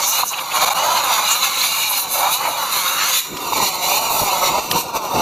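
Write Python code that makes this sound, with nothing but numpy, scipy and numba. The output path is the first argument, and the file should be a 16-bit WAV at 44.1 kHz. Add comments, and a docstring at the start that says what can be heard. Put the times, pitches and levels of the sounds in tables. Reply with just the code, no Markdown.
"""Air gun over an engine

A compressed-air blow gun is swept in strokes and flicks over a truck engine, an arm's length from a small camera.
Shaped noise makes its hiss at the nozzle, its rush on metal and its roar in the hollows between the parts.
Later it is pushed deep behind the valve cover: the roar drops in pitch and low noise buffets the microphone.
Sparse impulses tick like loosened grit, and delayed copies with wandering paths are echoes off nearby metal.
Short tuned flares and brief swelling tones mark edges and pockets; three times the level dips briefly."""
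import sys
import numpy as np
from scipy import signal
from scipy.fft import rfft, irfft, next_fast_len
from scipy.io import wavfile
from scipy.ndimage import uniform_filter1d
from numba import njit

SR = 44100
rng = np.random.default_rng(int(sys.argv[2]) if len(sys.argv) > 2 else 0)


def output_pcm(signal):
    """Save a mono or channel-first signal as 16-bit PCM at the path in sys.argv[1].

    Samples are clipped to [-1, 1] before scaling.
    """
    pcm = np.clip(np.atleast_2d(signal).T, -1, 1) * 32767
    wavfile.write(sys.argv[1], SR, np.round(pcm).astype(np.int16))


N = 229981
TIME = np.arange(N) / SR  # seconds
FFT_SIZE = next_fast_len(N, real=True)
BIN_HZ = np.maximum(np.arange(FFT_SIZE // 2 + 1) * SR / FFT_SIZE, 1)


def undb(db):
    """Decibels to gain."""
    return 10 ** (np.asarray(db) / 20)


def curves(table):
    """Each column of a table, joined by straight lines in time."""
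    s, *columns = np.transpose(table)
    return [np.interp(TIME, s, column) for column in columns]


def unit(x):
    """Scale to an rms of one."""
    return x / np.sqrt(np.mean(x ** 2))


def steady(x):
    """Hold the slow level of the mid channel at one, averaged over about 0.2 s."""
    return x / np.sqrt(uniform_filter1d(x[0] ** 2, size=9000))


def swell(s, half_length):
    """A rounded (Gaussian) rise and fall about the time s."""
    distance = np.minimum(np.abs(TIME - s) / half_length, 10)
    return np.exp(-.5 * distance ** 2)


def walk(rate):
    """Smooth random wandering with a spread of one and about `rate` turns a second."""
    slow = rfft(rng.standard_normal(FFT_SIZE)) / (1 + (BIN_HZ / rate) ** 4)
    return unit(irfft(slow, FFT_SIZE)[:N])


def colour(x, spectrum):
    """Filter by (Hz, dB) points joined on a log-frequency axis."""
    hz, db = np.transpose(spectrum)
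    gain = undb(np.interp(np.log(BIN_HZ), np.log(hz), db))
    return irfft(rfft(x, FFT_SIZE) * gain, FFT_SIZE)[..., :N]


@njit
def band(x, hz, width):
    """State-variable band-pass with a moving centre, gain one at the centre."""
    y = np.empty_like(x)
    for c in range(len(x)):
        b, low = 0., 0.
        for i in range(len(hz)):
            g, k = np.tan(np.pi * hz[i] / SR), width / hz[i]
            v = (b + g * (x[c, i] - low)) / (1 + g * (g + k))
            b, low, y[c, i] = 2 * v - b, low + 2 * g * v, k * v
    return y


def bell(x, hz, width_hz, db):
    """Raise or lower a band; its centre and gain may move."""
    return x + (undb(db) - 1) * band(x, hz * np.ones(N), float(width_hz))


# Stereo width of the raw noise. Each row: frequency in Hz, side relative to mid in dB.
WIDTH = [(30, -23), (100, -10), (600, -15.5), (3000, -19.5), (8000, -16), (15000, -13)]


def turbulence():
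    """Mid and side noise: the two microphone ports hear nearly the same eddies."""
    mid, side = rng.standard_normal((2, N))
    return np.array([mid, colour(side, WIDTH)])


def voiced(x, spectra, place):
    """Pass x through the resonances of each place, blending as the nozzle moves between them."""
    out = 0
    for k, spectrum in enumerate(spectra):
        sound = colour(x, spectrum)
        nearness = np.clip(1 - np.abs(place - k), 0, 1)
        out = out + nearness * sound / sound[0].std()
    return out


def glance(x, lag_s, sway, share, rate):
    """Add an echo off nearby metal; its path wanders, so a comb of peaks slides about."""
    late = TIME - lag_s * np.exp(sway * walk(rate))
    echo = np.array([np.interp(late, TIME, channel) for channel in x])
    return (x + share * echo) / np.sqrt(1 + share ** 2)


def scatter(x, patchy_db, size=512):
    """Many small parts scatter the sound: narrow bands swell and fade at random."""
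    spectrum = signal.stft(x, nperseg=size)[2]
    field = rng.standard_normal(spectrum.shape[1:])
    for _ in range(2):
        field = uniform_filter1d(field, size=2, axis=0)   # across frequency
        field = uniform_filter1d(field, size=11, axis=1)  # across time
    patches = undb(patchy_db * unit(field))
    return signal.istft(spectrum * patches)[1][:, :N]


def stroke(start, length, attack_s, release_s):
    """Envelope of one stroke: the jet swings on, holds and slides off."""
    rise = .5 + .5 * np.tanh((TIME - start) / attack_s)
    return rise * np.exp(-np.clip((TIME - start - length) / release_s, 0, 20))


# Levels in these three tables come before the flutter and small trims of each layer.
# The jet between strokes, grazing the parts. Each row: time in seconds, rush level in dB, roar level in dB.
GRAZE = [(0.0, -23.5, -23.5), (0.28, -30.5, -38.5), (0.33, -30, -28), (0.46, -30.0, -30),
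         (0.77, -25.5, -21), (1.51, -23, -26), (2.02, -30, -31), (2.63, -26.5, -25.0), (3.1, -21, -23.5),
         (3.22, -26.0, -40.0), (3.31, -35, -36), (3.51, -28.5, -26), (3.75, -27, -27.5),
         (4.36, -23.5, -21.0), (4.65, -30.5, -30), (4.92, -36.5, -28), (5.2, -30.5, -23.5)]
# Strokes over the engine. Each row: start in seconds, length in seconds, rush, hiss and roar levels in dB.
STROKES = [(0.023, 0.028, -21, -26.0, -30), (0.131, 0.089, -21.5, -26, -25.5),
           (0.538, 0.17, -20.5, -28, -20), (0.767, 0.27, -24.5, -37, -20), (1.05, 0.18, -26, -49, -23.0),
           (1.247, 0.11, -20.5, -33.5, -46), (1.53, 0.35, -22, -27, -38), (1.927, 0.056, -20.5, -24, -29.5),
           (2.152, 0.17, -27.5, -36, -20.5), (2.402, 0.089, -33.0, -32, -20.5),
           (2.706, 0.18, -23.5, -27.5, -34), (2.99, 0.11, -22, -35, -43),
           (3.525, 0.15, -23.5, -27.0, -25.5), (3.822, 0.16, -21.5, -25.5, -24.5),
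           (3.98, 0.097, -37, -33, -26.5), (4.099, 0.15, -28.5, -23, -24.5),
           (4.406, 0.19, -29.0, -39.5, -20.5), (4.729, 0.056, -25.5, -31, -18.5),
           (4.947, 0.022, -25.5, -27.5, -17.5), (5.144, 0.09, -26.5, -38, -17.5)]
# Quick flicks of the wrist that miss the hollows.
# Each row: centre in seconds, rush level in dB, hiss level in dB.
FLICKS = [(0.095, -29, -23), (0.276, -41, -27.5), (0.628, -26, -40), (0.983, -24.5, -41),
          (1.144, -19.5, -26), (1.335, -27, -27), (1.448, -20, -31.5), (1.634, -19.5, -34),
          (1.831, -22.5, -32.5), (2.003, -26, -21.5), (2.139, -22.5, -19.5), (2.198, -23.5, -23.5),
          (2.34, -19.5, -21), (3.149, -19.5, -25), (3.186, -22, -25), (3.659, -19.5, -23),
          (3.957, -31, -32), (4.469, -19.5, -25), (4.795, -26, -23)]
GRAZE_HISS_DB, GRAZE_HISS_DB_PER_PLACE = -5, 0.5  # nozzle hiss relative to the grazing rush
STROKE_ATTACK_S, STROKE_RELEASE_S = 0.016, 0.016
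ROAR_ATTACK_S, ROAR_RELEASE_S = 0.017, 0.0099


def sweep(place):
    """Levels in dB of rush, hiss and roar: strokes and flicks add their power to the grazing jet."""
    rush_db, roar_db = curves(GRAZE)
    hiss_db = rush_db + GRAZE_HISS_DB + GRAZE_HISS_DB_PER_PLACE * place
    rush, hiss, roar = undb([rush_db, hiss_db, roar_db]) ** 2
    for start, length, rush_db, hiss_db, roar_db in STROKES:
        on_metal = stroke(start, length, STROKE_ATTACK_S, STROKE_RELEASE_S)
        in_hollow = stroke(start, length, ROAR_ATTACK_S, ROAR_RELEASE_S)
        rush += (undb(rush_db) * on_metal) ** 2
        hiss += (undb(hiss_db) * on_metal) ** 2
        roar += (undb(roar_db) * in_hollow) ** 2
    for s, rush_db, hiss_db in FLICKS:
        flick = swell(s, half_length=0.027)
        rush += (undb(rush_db) * flick) ** 2
        hiss += (undb(hiss_db) * flick) ** 2
    return 10 * np.log10([rush, hiss, roar])


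def grit(per_second, spread_db):
    """Grains of dirt striking metal: many faint ticks and a few stronger ones."""
    struck = rng.random(N) < per_second / SR
    size = undb(spread_db * np.minimum(rng.exponential(size=N), 2))
    return unit(struck * size * rng.choice([-1, 1], N))


# Rush on the metal at the open top, in the gap and in the far corner.
# Each row: frequency in Hz, relative level in dB.
RUSH_TOP = [(1030, -35.5), (1750, -9), (1830, -17.5), (2140, -4), (2400, 0), (2630, -5.5), (2880, 2),
            (3170, -8), (3830, 3.5), (4050, 5.5), (5180, -10), (5820, -2), (6930, 1.5), (7790, -14),
            (8200, -20), (10700, -36), (18000, -120)]
RUSH_GAP = [(1030, -46), (1750, -34), (1900, -13.5), (2310, -4.5), (2790, -1), (3210, -17.5), (3660, -3),
            (4050, 0.5), (4730, -4), (5280, -19.5), (5780, 1), (6290, -13.5), (6890, -0.5), (7540, -11),
            (8200, -53), (10700, -49), (18000, -120)]
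RUSH_CORNER = [(1030, -52), (1750, -26), (1970, -16), (2510, -1.5), (2820, -3.5), (3280, -16), (3520, 0),
               (4440, -1.5), (5150, -13), (5600, -5), (5900, 3), (6330, -8), (8200, -17), (10700, -43),
               (18000, -120)]
# Hiss of the nozzle at the same places. Each row: frequency in Hz, relative level in dB.
HISS_TOP = [(4710, -44), (8000, -7.5), (8650, -4), (9970, 5), (11300, 1.5), (12800, 7), (13700, 3.5),
            (15300, -3.5)]
HISS_GAP = [(4710, -22), (8000, 1), (8890, 2), (9860, 1), (11700, 4), (13000, 8.5), (15300, 3)]
HISS_CORNER = [(4710, -19), (8000, -9.5), (8750, -8), (9470, -25), (9620, -10), (11800, -7.5),
               (13500, -0.5), (15300, -15)]


def jet(rush_db, hiss_db, place, flutter):
    """The rush on the metal and the hiss of the nozzle, coloured by shifting echoes."""
    ticks = undb(-18.5) * grit(per_second=130, spread_db=8.5)
    air = turbulence() + ticks * np.array([[1], [0]])  # grit in the mid only
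    air = glance(air, lag_s=0.000819, sway=0.175, share=0.31, rate=2.62)
    air = glance(air, lag_s=.0021, sway=0.086, share=0.41, rate=1.68)
    air = glance(air, lag_s=.0075, sway=.012, share=0.28, rate=2.15)  # the open bonnet, further off
    rush = voiced(scatter(air, patchy_db=1.2), [RUSH_TOP, RUSH_GAP, RUSH_CORNER], place)
    # a jet that misses the metal is mostly hiss, and its rush loses the low end
    rush = steady(bell(rush, 1900, 1800, 0.8 * (rush_db - hiss_db) + 0.6))
    # not held steady: the engine shades the hiss further in
    hiss = voiced(scatter(air, patchy_db=2), [HISS_TOP, HISS_GAP, HISS_CORNER], place)
    rush_gain = undb(rush_db + 0.71 * flutter + .5 * walk(25))
    hiss_gain = undb(hiss_db + 1.5 * flutter + .5 * walk(18) + 1.1)
    return rush * rush_gain + hiss * hiss_gain


# Gusts thrown straight back at the microphone.
# Each row: centre in seconds, level in dB before a random wander, half length in seconds.
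GUSTS = [(0.242, -45, .03), (2.097, -41, 0.047), (2.454, -42, .04), (3.332, -31, 0.023),
         (3.574, -36, 0.049), (4.05, -50, .025), (4.226, -26, .01), (4.513, -31.5, 0.02),
         (4.752, -30.5, 0.049), (5.194, -19.5, 0.036)]
# The rest of the buffeting: base in dB, dB per dB of roar, dB per step deeper into the engine.
BUFFET_DB, BUFFET_PER_ROAR, BUFFET_DB_PER_PLACE = -32.5, 0.46, 3


def buffeting(roar_db, place):
    """Level in dB of the air that comes back at the microphone: a draught that follows the roar, plus gusts."""
    draught = undb(BUFFET_DB + BUFFET_PER_ROAR * roar_db + BUFFET_DB_PER_PLACE * place)
    gusts = sum((undb(db) * swell(s, length)) ** 2 for s, db, length in GUSTS)
    return 10 * np.log10(draught ** 2 + gusts)


# Roar of the hollows at the open top, in the gap and in the far corner.
# Each row: frequency in Hz, relative level in dB.
ROAR_TOP = [(210, -51), (350, -18), (461, -19.5), (517, -1.5), (643, -5), (796, 0.5), (1110, 1.5),
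            (1230, -2.5), (1330, 0.5), (1590, -9), (1900, -13.5), (2470, -17), (4180, -120)]
ROAR_GAP = [(210, -14), (350, -6.5), (448, -9), (606, -5.5), (657, -11), (714, -3.5), (807, -8.5),
            (926, -4), (1300, -9), (1620, -36), (1800, -48), (2340, -59), (3960, -120)]
ROAR_CORNER = [(210, -20), (350, -5), (448, -10.5), (581, -4.5), (685, -11.5), (952, -2.5), (1110, -6),
               (1370, -8), (1800, -35), (2340, -81), (3960, -120)]
# The hollow that the jet is blowing into. Each row: time in seconds, resonance in Hz.
HOLLOW = [(0.0, 970), (0.32, 1030), (0.88, 880), (1.45, 1150), (1.9, 900), (2.02, 975), (2.18, 795),
          (2.35, 940), (2.55, 880), (2.7, 1200), (3.0, 1270), (3.38, 1160), (3.57, 980), (4.0, 820),
          (4.3, 940), (5.06, 890), (5.21, 750)]
# Buffeting of the air thrown back. Each row: frequency in Hz, relative level in dB.
BUFFET = [(12, -43), (20, -10), (70, -8.5), (177, 0), (231, -5), (293, -2.5), (373, -2.5), (449, -3),
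          (480, -1), (620, -7), (1060, -120)]


def hollows(roar_db, place, flutter):
    """Eddies drive the hollows unevenly, and air thrown back shakes the microphone."""
    hollow_hz, = curves(HOLLOW)
    air = glance(turbulence(), lag_s=0.00447, sway=0.172, share=0.56, rate=1.83)
    roar = voiced(air, [ROAR_TOP, ROAR_GAP, ROAR_CORNER], place)
    roar = bell(roar, hollow_hz, 540, 11.0)
    # a smaller hollow rings higher and gives little below its resonance
    roar = steady(bell(roar, 720, 430, -12 * np.log2(hollow_hz / 980)))
    # from the gap the air comes straight back and rumbles more
    in_gap = 1 - np.abs(place - 1)
    rumble_db = -3 + 4 * in_gap - 8 * np.maximum(place - 1, 0)
    buffet = steady(bell(colour(turbulence(), BUFFET), 51, 75, rumble_db))
    roar_gain = undb(roar_db + 1.28 * flutter + walk(53) + 0.56)
    buffet_gain = undb(buffeting(roar_db, place) + 1.6 * walk(26))
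    return roar * roar_gain + buffet * buffet_gain


# Narrow bands that are nearly missing or thinned.
# Each row: centre at the open top in Hz, width in Hz, gain at the centre in dB, shift in Hz per place.
NOTCHES = [(3094, 95, -28, 220), (5300, 190, -32, 10), (8240, 730, -2, 1160)]


def notched(x, place):
    """Lower narrow bands of the sound; their centres drift slowly and shift with place."""
    for hz, width_hz, db, rise_hz in NOTCHES:
        centre_hz = (hz + rise_hz * place) * np.exp(0.007 * walk(2.1))
        x = bell(x, centre_hz, width_hz, db)
    return x


# The jet crosses an edge or a hole and flares. Each row: centre in seconds, level in dB,
# half length in seconds, centre in Hz, width of the first of two band-passes in Hz.
SPITS = [(0.087, -20.5, 0.058, 6230, 1210), (0.287, -24, 0.016, 6400, 1200),
         (0.339, -21.5, 0.0061, 2740, 600), (.39, -22.5, 0.0057, 2860, 1210),
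         (0.519, -22, 0.0052, 2640, 700), (1.32, -17.5, 0.017, 6960, 1000), (1.617, -16, 0.0037, 4200, 600),
         (1.91, -20, 0.017, 11500, 3500), (2.253, -23, 0.033, 860, 240), (2.457, -25.5, 0.026, 2260, 500),
         (3.016, -27.5, 0.044, 1900, 900), (3.372, -22, 0.002, 2000, 3000), (3.378, -34, 0.006, 4200, 4000),
         (3.42, -36.5, 0.1, 370, 200), (3.607, -30.5, 0.038, 357, 249), (3.624, -31, 0.027, 177, 70),
         (4.229, -32, .008, 90, 90), (4.715, -9, 0.0015, 3700, 3220), (4.717, -21, 0.0078, 11600, 8000),
         (4.74, -31, 0.02, 2710, 900)]


def spits():
    """Short flares of air, each tuned by the edge or hole that is hit."""
    air, out = turbulence(), np.zeros((2, N))
    for s, db, length, hz, width_hz in SPITS:
        near = np.abs(TIME - s) < 4 * length
        centre = np.full(near.sum(), float(hz))
        ring = band(np.ascontiguousarray(air[:, near]), centre, float(width_hz))
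        ring = band(ring, centre, 2. * width_hz)
        envelope = np.exp(-.5 * ((TIME[near] - s) / length) ** 2)
        out[:, near] += ring / ring[0].std() * undb(db) * envelope
    return out


# The jet catches a pocket and pops it.
# Each row: centre in seconds, peak in the mid in dB, pitch in Hz, swell time in seconds.
POPS = [(0.2316, -11.5, 970, 0.0014), (0.2355, -4, 1010, 0.00079), (0.2397, -12, 990, 0.00061),
        (3.337, -31, 357, 0.0077), (3.525, -12, 970, 0.0013), (3.533, -10, 940, 0.0013),
        (3.604, -10, 920, 0.0021), (4.219, -13, 195, 0.0014), (4.758, -21, 180, 0.0057)]


def pops():
    """A pocket rings briefly as the jet crosses its mouth: a tone under a rounded swell."""
    out = np.zeros(N)
    for s, db, hz, swell_s in POPS:
        age = TIME - s
        envelope = np.exp(-.5 * (age / swell_s) ** 2)
        out += undb(db) * envelope * np.cos(2 * np.pi * hz * age)
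    return out


# The level drops abruptly and swells back.
# Each row: start in seconds, gain at the drop in dB, recovery in seconds.
DIPS = [(.6505, -14, .007), (.693, -13, .008), (.736, -15, .009)]


def dips():
    """Gain of three brief dips: a sudden drop and a quick swell back."""
    db = 0
    for s, depth_db, recovery in DIPS:
        db = db + depth_db * (TIME >= s) * np.exp(-((TIME - s) / recovery) ** 2)
    return undb(db)


# Where the nozzle points. Each row: time in seconds, place (0 open top of the engine,
# 1 gap behind the valve cover, 2 far corner; fractions lie between, above 2 is deeper still).
PLACE = [(0, 0.0012), (3.15, 0.031), (3.45, 0.82), (4.45, 0.6), (4.9, 2.43), (5.21, 1.9)]
# Direction of the jet. Each row: time in seconds, left minus right gain in dB.
PAN = [(0.0, -1.5), (3.25, -1.0), (3.71, -2), (5.12, -0.5), (5.21, -1.5)]


def scene():
    """One unsteady jet drives rush, hiss and roar, with flares and pops on top, slightly to the right."""
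    place, = curves(PLACE)
    pan_db, = curves(PAN)
    flutter = walk(23)
    rush_db, hiss_db, roar_db = sweep(place)
    roar = hollows(roar_db, place, flutter)
    # from the far corner the roar reaches both ports alike
    roar[1] *= undb(-3.5 * np.maximum(place - 1, 0))
    air = jet(rush_db, hiss_db, place, flutter) + roar + spits()
    mid, side = notched(air, place) * dips()
    mid = mid + pops()
    side = side * undb(0.81 * walk(3.7) + 0.3)  # the width wanders
    stereo = np.array([mid + side, mid - side])
    return stereo * undb(np.array([[1], [-1]]) * pan_db / 2)


TOP_HZ = 15250  # edge of the low-pass


def record(dry):
    """The camera rounds the tallest peaks and cuts the top."""
    rounded = dry / (1 + (dry / .85) ** 4) ** .25
    low_pass = signal.ellip(10, .2, 80, TOP_HZ, fs=SR, output="sos")
    return signal.sosfilt(low_pass, rounded)


dry = scene()
out = record(dry)
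output_pcm(out)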